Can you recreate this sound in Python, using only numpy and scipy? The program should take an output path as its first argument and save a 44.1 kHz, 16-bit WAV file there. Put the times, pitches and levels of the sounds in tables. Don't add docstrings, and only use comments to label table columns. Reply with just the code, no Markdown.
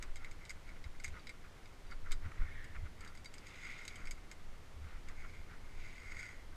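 import sys
import numpy as np
from scipy import signal
from scipy.fft import rfft, irfft, next_fast_len
from scipy.io import wavfile

SR = 44100
rng = np.random.default_rng(int(sys.argv[2]) if len(sys.argv) > 2 else 0)


def wav_out(sig):
    wavfile.write(sys.argv[1], SR, np.round(np.clip(np.atleast_2d(sig).T, -1, 1) * 32767).astype(np.int16))


N = 289289
TIME = np.arange(N) / SR


def amp(db):
    return 10 ** (np.asarray(db) / 20)


def unit(x):
    return x / np.sqrt(np.mean(x ** 2) + 1e-20)


def blow(x):
    return x / np.sqrt((x ** 2).sum(-1, keepdims=True) / (.01 * SR))


def add(mix, start_s, sound):
    part = mix[max(round(start_s * SR), 0):][:len(sound)]
    part += sound[:len(part)]


def noise(spectrum):
    hz, db = np.transpose(spectrum)
    size = next_fast_len(N)
    bins_hz = np.fft.rfftfreq(size, 1 / SR)
    shape = amp(np.interp(np.log1p(bins_hz), np.log1p(hz), db))
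    return unit(irfft(rfft(rng.standard_normal(size)) * shape, size)[:N])


def flutter(rate_hz):
    knots = rng.standard_normal(N)
    return unit(np.interp(TIME * rate_hz, np.arange(N), knots))


def resonate(x, hz, width_hz):
    turn = np.exp(2j * np.pi * np.cumsum(hz * np.ones(len(x))) / SR)
    pole = np.exp(-np.pi * width_hz / SR)
    envelope = signal.lfilter([(1 - pole) ** 2], [1, -2 * pole, pole * pole], x / turn + 1e-18)
    return 2 * (turn * envelope).real


def swell(middle_s, db, half_s):
    return amp(db) ** 2 * np.exp(-np.minimum(((TIME - middle_s) / half_s) ** 2, 50))


def swells(rows, bed_db=-140):
    return np.sqrt(amp(bed_db) ** 2 + sum(swell(*row) for row in rows))


def rubbing(strokes, spectrum, gain_db, grit_db, grit_hz=350):
    return amp(gain_db + grit_db * flutter(grit_hz)) * swells(strokes) * noise(spectrum)


# frequency_hz, relative_db
AIR_SPECTRUM = [(59, -10.5), (100, -5.5), (140, -5.5), (649, -14), (928, -15.5), (1440, -16), (1670, -18),
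                (2150, -17), (2440, -21), (2830, -21.5), (6700, -28.5), (10200, -34.5), (12300, -37.5),
                (15200, -42)]

def air(level_db=-60.5):
    return amp(level_db) * noise(AIR_SPECTRUM)


# time_s, level_db
ROCKING = [(0, -46.5), (1.2, -49), (1.55, -50), (1.9, -51.5), (2.9, -46), (3.2, -51), (3.85, -48.5),
           (4.3, -47.5), (5.7, -46), (6.56, -46.5)]
# middle_s, level_db, half_length_s
LURCHES = [(.09, -39.5, 0.047), (.69, -36.5, 0.02), (.89, -45, 0.023), (1.93, -42, 0.095),
           (2.15, -33.5, 0.066), (2.41, -27.5, 0.019), (2.58, -38, 0.052), (2.82, -33.5, 0.035),
           (4.11, -41, 0.08), (4.96, -34.5, 0.022)]
# middle_s, level_db, half_length_s
THUDS = [(.865, -46, 0.0083), (1.11, -49, 0.046), (2.05, -55, .025), (2.165, -44.5, 0.014),
         (2.265, -40, 0.024), (2.42, -44, .03), (2.54, -53, 0.14), (2.785, -41.5, 0.018),
         (2.845, -42, 0.018), (3.02, -57.5, 0.033), (3.22, -53, .02), (4.83, -46.5, 0.042),
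         (5.32, -57, 0.057), (6.18, -50, .02)]
# frequency_hz, relative_db
SWAY_SPECTRUM = [(2, -11), (8, -12.5), (14, -0.5), (26, -15), (40, -22), (60, -44), (120, -66), (400, -110)]
THUD_SPECTRUM = [(20, -61), (48, -6.5), (66, 1.5), (79, 1.5), (95, -6), (125, -12.5), (180, -25.5),
                 (400, -39), (1500, -76)]

def rumble(thud_gain_db=-1, jiggle_db=-12.5):
    rocking_db = np.interp(TIME, *np.transpose(ROCKING))
    sway = noise(SWAY_SPECTRUM) * swells(LURCHES, rocking_db)
    thuds = noise(THUD_SPECTRUM) * swells(THUDS, rocking_db + jiggle_db)
    return sway + amp(thud_gain_db) * thuds


# middle_s, level_db, half_length_s
SCUFFS = [(0.037, -56, 0.019), (0.24, -62.5, 0.064), (.70, -63, 0.019), (.77, -56, 0.0093),
          (1.168, -54.5, 0.023), (1.452, -58, .012), (1.921, -53.5, 0.013), (2.071, -55.5, .013),
          (2.125, -52.5, 0.013), (2.265, -56, 0.026), (2.32, -51, 0.0031), (2.41, -59, 0.062),
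          (2.763, -52, 0.0086), (2.865, -55.5, 0.0084), (3.06, -56.5, 0.048), (3.68, -64.5, 0.24),
          (4.02, -59.5, 0.047), (4.917, -61.5, 0.05), (5.097, -56.5, 0.016), (5.253, -56, 0.016),
          (5.522, -58.5, 0.029), (6.12, -65, .06)]
# frequency_hz, relative_db
SCUFF_SPECTRUM = [(300, -3), (800, -13.5), (1100, -1.5), (1420, 5), (1680, -2), (2100, 2), (2600, -10.5),
                  (4000, -22.5), (7500, -29.5), (10000, -58), (15000, -46)]

def scuffs(creases_per_s=6, crease_db=-65.5, crease_half_s=0.011):
    times = np.cumsum(rng.uniform(.5, 1.5, size=60)) / creases_per_s
    creases = [(s, crease_db, crease_half_s) for s in times if s < TIME[-1]]
    return rubbing(SCUFFS + creases, SCUFF_SPECTRUM, gain_db=-0.5, grit_db=2.5)


# middle_s, level_db, half_length_s
RASPS = [(1.16, -65.5, 0.11), (3.69, -57, 0.19), (4.93, -66, 0.049), (5.81, -60, 0.02), (5.91, -63, 0.074)]
# frequency_hz, relative_db
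RASP_SPECTRUM = [(1500, -30), (2300, 3.5), (2700, -0.5), (3250, -7), (3700, -3), (4400, -12), (6000, -15),
                 (7400, -21), (9000, -33), (15000, -35)]

def webbing():
    return rubbing(RASPS, RASP_SPECTRUM, gain_db=-5, grit_db=3)


# middle_s, level_db, half_length_s, pitch_hz
GLOVE_STROKES = [(2.517, -59.5, 0.074, 2120), (2.594, -56, 0.097, 1850), (2.765, -67.5, 0.13, 2060),
                 (3.703, -51.5, 0.044, 2160), (6.205, -61, .04, 1900), (6.33, -60, 0.062, 2000)]

def glove(width_hz=330, gain_db=-1, overtone_db=-17):
    out, rub = np.zeros(N), rng.standard_normal(N)
    for middle_s, db, half_s, hz in GLOVE_STROKES:
        zipping = resonate(rub, hz, width_hz) + amp(overtone_db) * resonate(rub, 1.59 * hz, 2 * width_hz)
        out += unit(zipping) * np.sqrt(swell(middle_s, db + gain_db, half_s))
    return out


# pitch_hz, width_hz, gain_db
CASE_MODES = [(1487, 130, -3.5), (2081, 420, -2.5), (2240, 120, -6), (3150, 480, -11.5), (3924, 460, -11.5),
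              (4790, 800, -8.5), (6750, 640, -11.5), (7590, 1400, -15), (8200, 140, -13.5),
              (9640, 1400, -25), (10960, 2800, -29)]

def case(x, stretch=1, wall_hz=12600):
    bands = np.zeros((3, len(x)))
    x = signal.sosfilt(signal.butter(4, wall_hz, fs=SR, output="sos"), x)
    for hz, width_hz, db in CASE_MODES:
        band = int(hz > 2700) + int(hz > 5700)
        bands[band] += amp(db) * resonate(x, hz * (stretch if band == 0 else 1), width_hz)
    return bands


# fastest_s, level_db, rise_s, fall_s, hiss_relative_db
SLIDES = [(.25, -68, 0.11, 0.092, -15), (.44, -57.5, .04, 0.071, -16), (.69, -60, .04, 0.061, -11),
          (3.48, -59, 0.018, .03, 0), (3.71, -54.5, 0.2, 0.29, -9.5), (5.26, -57.5, 0.093, 0.14, -12.5),
          (5.82, -55.5, 0.099, 0.2, -11), (6.09, -51.5, 0.041, 0.034, -13.5), (6.21, -50.5, 0.14, 0.1, -9)]
# time_s, pitch_ratio
SLIDE_PITCH = [(3.6, 0.99), (5.2, 1.024), (6.12, 0.99), (6.38, 0.99)]

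def slides(slips_per_s=6000, spread_db=3, sing_hz=2120, sing_width_hz=190, sheen_hz=6620, hiss_db=-1):
    slips = (rng.random(N) < slips_per_s / SR) * rng.choice([-1, 1], N)
    slips = slips * amp(spread_db * np.minimum(rng.exponential(1, N), 3))
    slips *= amp(2.5 * flutter(rate_hz=200) + 2.7 * flutter(rate_hz=28))
    stretch = np.interp(TIME, *np.transpose(SLIDE_PITCH))
    low, middle, high = case(slips, stretch)
    sing = unit(resonate(slips, sing_hz * stretch, sing_width_hz))
    sheen = unit(resonate(slips, sheen_hz, 2 * sing_width_hz))
    body = unit(amp(-2) * unit(low) + amp(-3) * sing)
    hiss = unit(unit(amp(1) * middle + high) + amp(-11) * sheen)
    body_power, hiss_power = np.zeros(N), np.zeros(N)
    for fastest_s, db, rise_s, fall_s, relative_db in SLIDES:
        fade_s = np.where(TIME < fastest_s, rise_s, fall_s)
        speed = np.exp(-abs((TIME - fastest_s) / fade_s) ** 1.27)
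        body_power += (amp(db) * speed) ** 2
        hiss_power += (amp(db + relative_db + hiss_db) * speed) ** 2
    return body * np.sqrt(body_power) + hiss * np.sqrt(hiss_power)


# start_s, level_db
PINGS = [(1.08, -64), (1.195, -52), (1.30, -52), (1.868, -56), (1.892, -59), (1.925, -52), (3.077, -50.5),
         (3.259, -41)]
# pitch_hz, relative_db, t60_s
CARABINER_MODES = [(3860, -7, 0.026), (4660, -8, 0.083), (4840, -38, 0.029), (7560, -19, .035)]

def pings():
    out, t = np.zeros(N), np.arange(SR // 4) / SR
    ring = sum(amp(db - 60 * t / t60) * np.sin(2 * np.pi * hz * t) for hz, db, t60 in CARABINER_MODES)
    for start_s, db in PINGS:
        add(out, start_s, amp(db) * ring)
    return out


# start_s, level_db, clack_relative_db, sparkle_relative_db, clack_pitch_hz
CLINKS = [(0.0255, -51, -3.5, -2.5, 3670), (0.158, -55, -5, -3, 3240), (0.168, -58, -3, -7, 3870),
          (0.246, -50, -9, -14, 3750), (0.3128, -59, -4, -3.5, 3660), (0.452, -64, 4, 1, 3980),
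          (0.4949, -51.5, -2.5, -3.5, 4830), (0.5047, -48, -9, -7.5, 5050), (0.691, -54.5, -13, -18, 3900),
          (0.841, -55.5, -3.5, -14, 3800), (0.9998, -54, -7, -10, 4500), (1.0383, -58, -3, -2, 5040),
          (1.0441, -42, -11.5, -5, 4800), (1.0602, -61, 1, -1, 3770), (1.0793, -54, -8, -5.5, 3790),
          (1.2702, -52, -2.5, -12, 3900), (1.293, -48.5, -9, -12.5, 3870), (1.657, -61, -3.5, -14, 3770),
          (1.9112, -59.5, -2, -10, 4540), (2.1105, -54, -6, -14, 4460), (2.1184, -50, 1.5, 1, 3620),
          (2.1237, -51, 1, -8, 3860), (2.643, -60, -4, -5, 2900), (3.0077, -60, -2, -2.5, 4610),
          (3.0479, -62.5, -2, -1.5, 3000), (3.076, -64, -2, -1, 4840), (3.151, -59, -9, -7, 4800),
          (3.1738, -62, -2, -4, 4730), (3.246, -61, -1, -1, 4820), (3.257, -53, -13, -9, 4350),
          (3.3397, -59.5, 0.5, 0.5, 3260), (3.3818, -61.5, 2.5, -1.5, 4780), (3.4687, -57, -6, -6, 4740),
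          (3.852, -56.5, -4, -1, 3840), (3.8789, -50.5, 0.5, -0.5, 3840), (3.9574, -57.5, -0.5, -1.5, 3150),
          (4.0548, -57, -4, -8, 4600), (4.072, -49, -9, -14, 5130), (4.1103, -49.5, -2.5, -0.5, 4800),
          (4.3143, -54, -3.5, -3, 5060), (5.086, -57, -5.5, -5.5, 3710), (6.195, -47.5, -20, -14, 5050)]

def clinks(chatter_t60_s=0.055, tail_t60_s=0.12, echo_s=.0048, cable_hz=2148, sparkle_hz=6550):
    out, t = np.zeros(N), np.arange(SR // 8) / SR
    envelope = 0.079 * amp(-60 * t / chatter_t60_s) + amp(-40 - 60 * t / tail_t60_s)
    for start_s, db, clack_db, sparkle_db, clack_hz in CLINKS:
        force = rng.standard_normal(len(t)) * envelope
        force[0] += 1
        force[round(echo_s * rng.uniform(.8, 1.25) * SR)] += .2
        bands = blow(case(force))
        bands[0] += amp(1) * blow(resonate(force, cable_hz, width_hz=180))
        top_hz = sparkle_hz * (1 + 0.1 * rng.standard_normal())
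        bands[1] += amp(-5) * blow(resonate(force, clack_hz, width_hz=400))
        bands[2] += amp(-10) * blow(resonate(force, top_hz, width_hz=400))
        band_gains = amp(db + np.array([.5, clack_db, sparkle_db]))
        add(out, start_s, band_gains @ blow(bands))
    return out


def scene():
    return (clinks() + pings() + slides() + scuffs() + webbing() + glove() + rumble() + air())[None]


def record(dry):
    lowpass = signal.firwin(511, 15250, window=("kaiser", 9), fs=SR)
    return signal.oaconvolve(dry, lowpass[None], "same")


dry = scene()
out = record(dry)
wav_out(out)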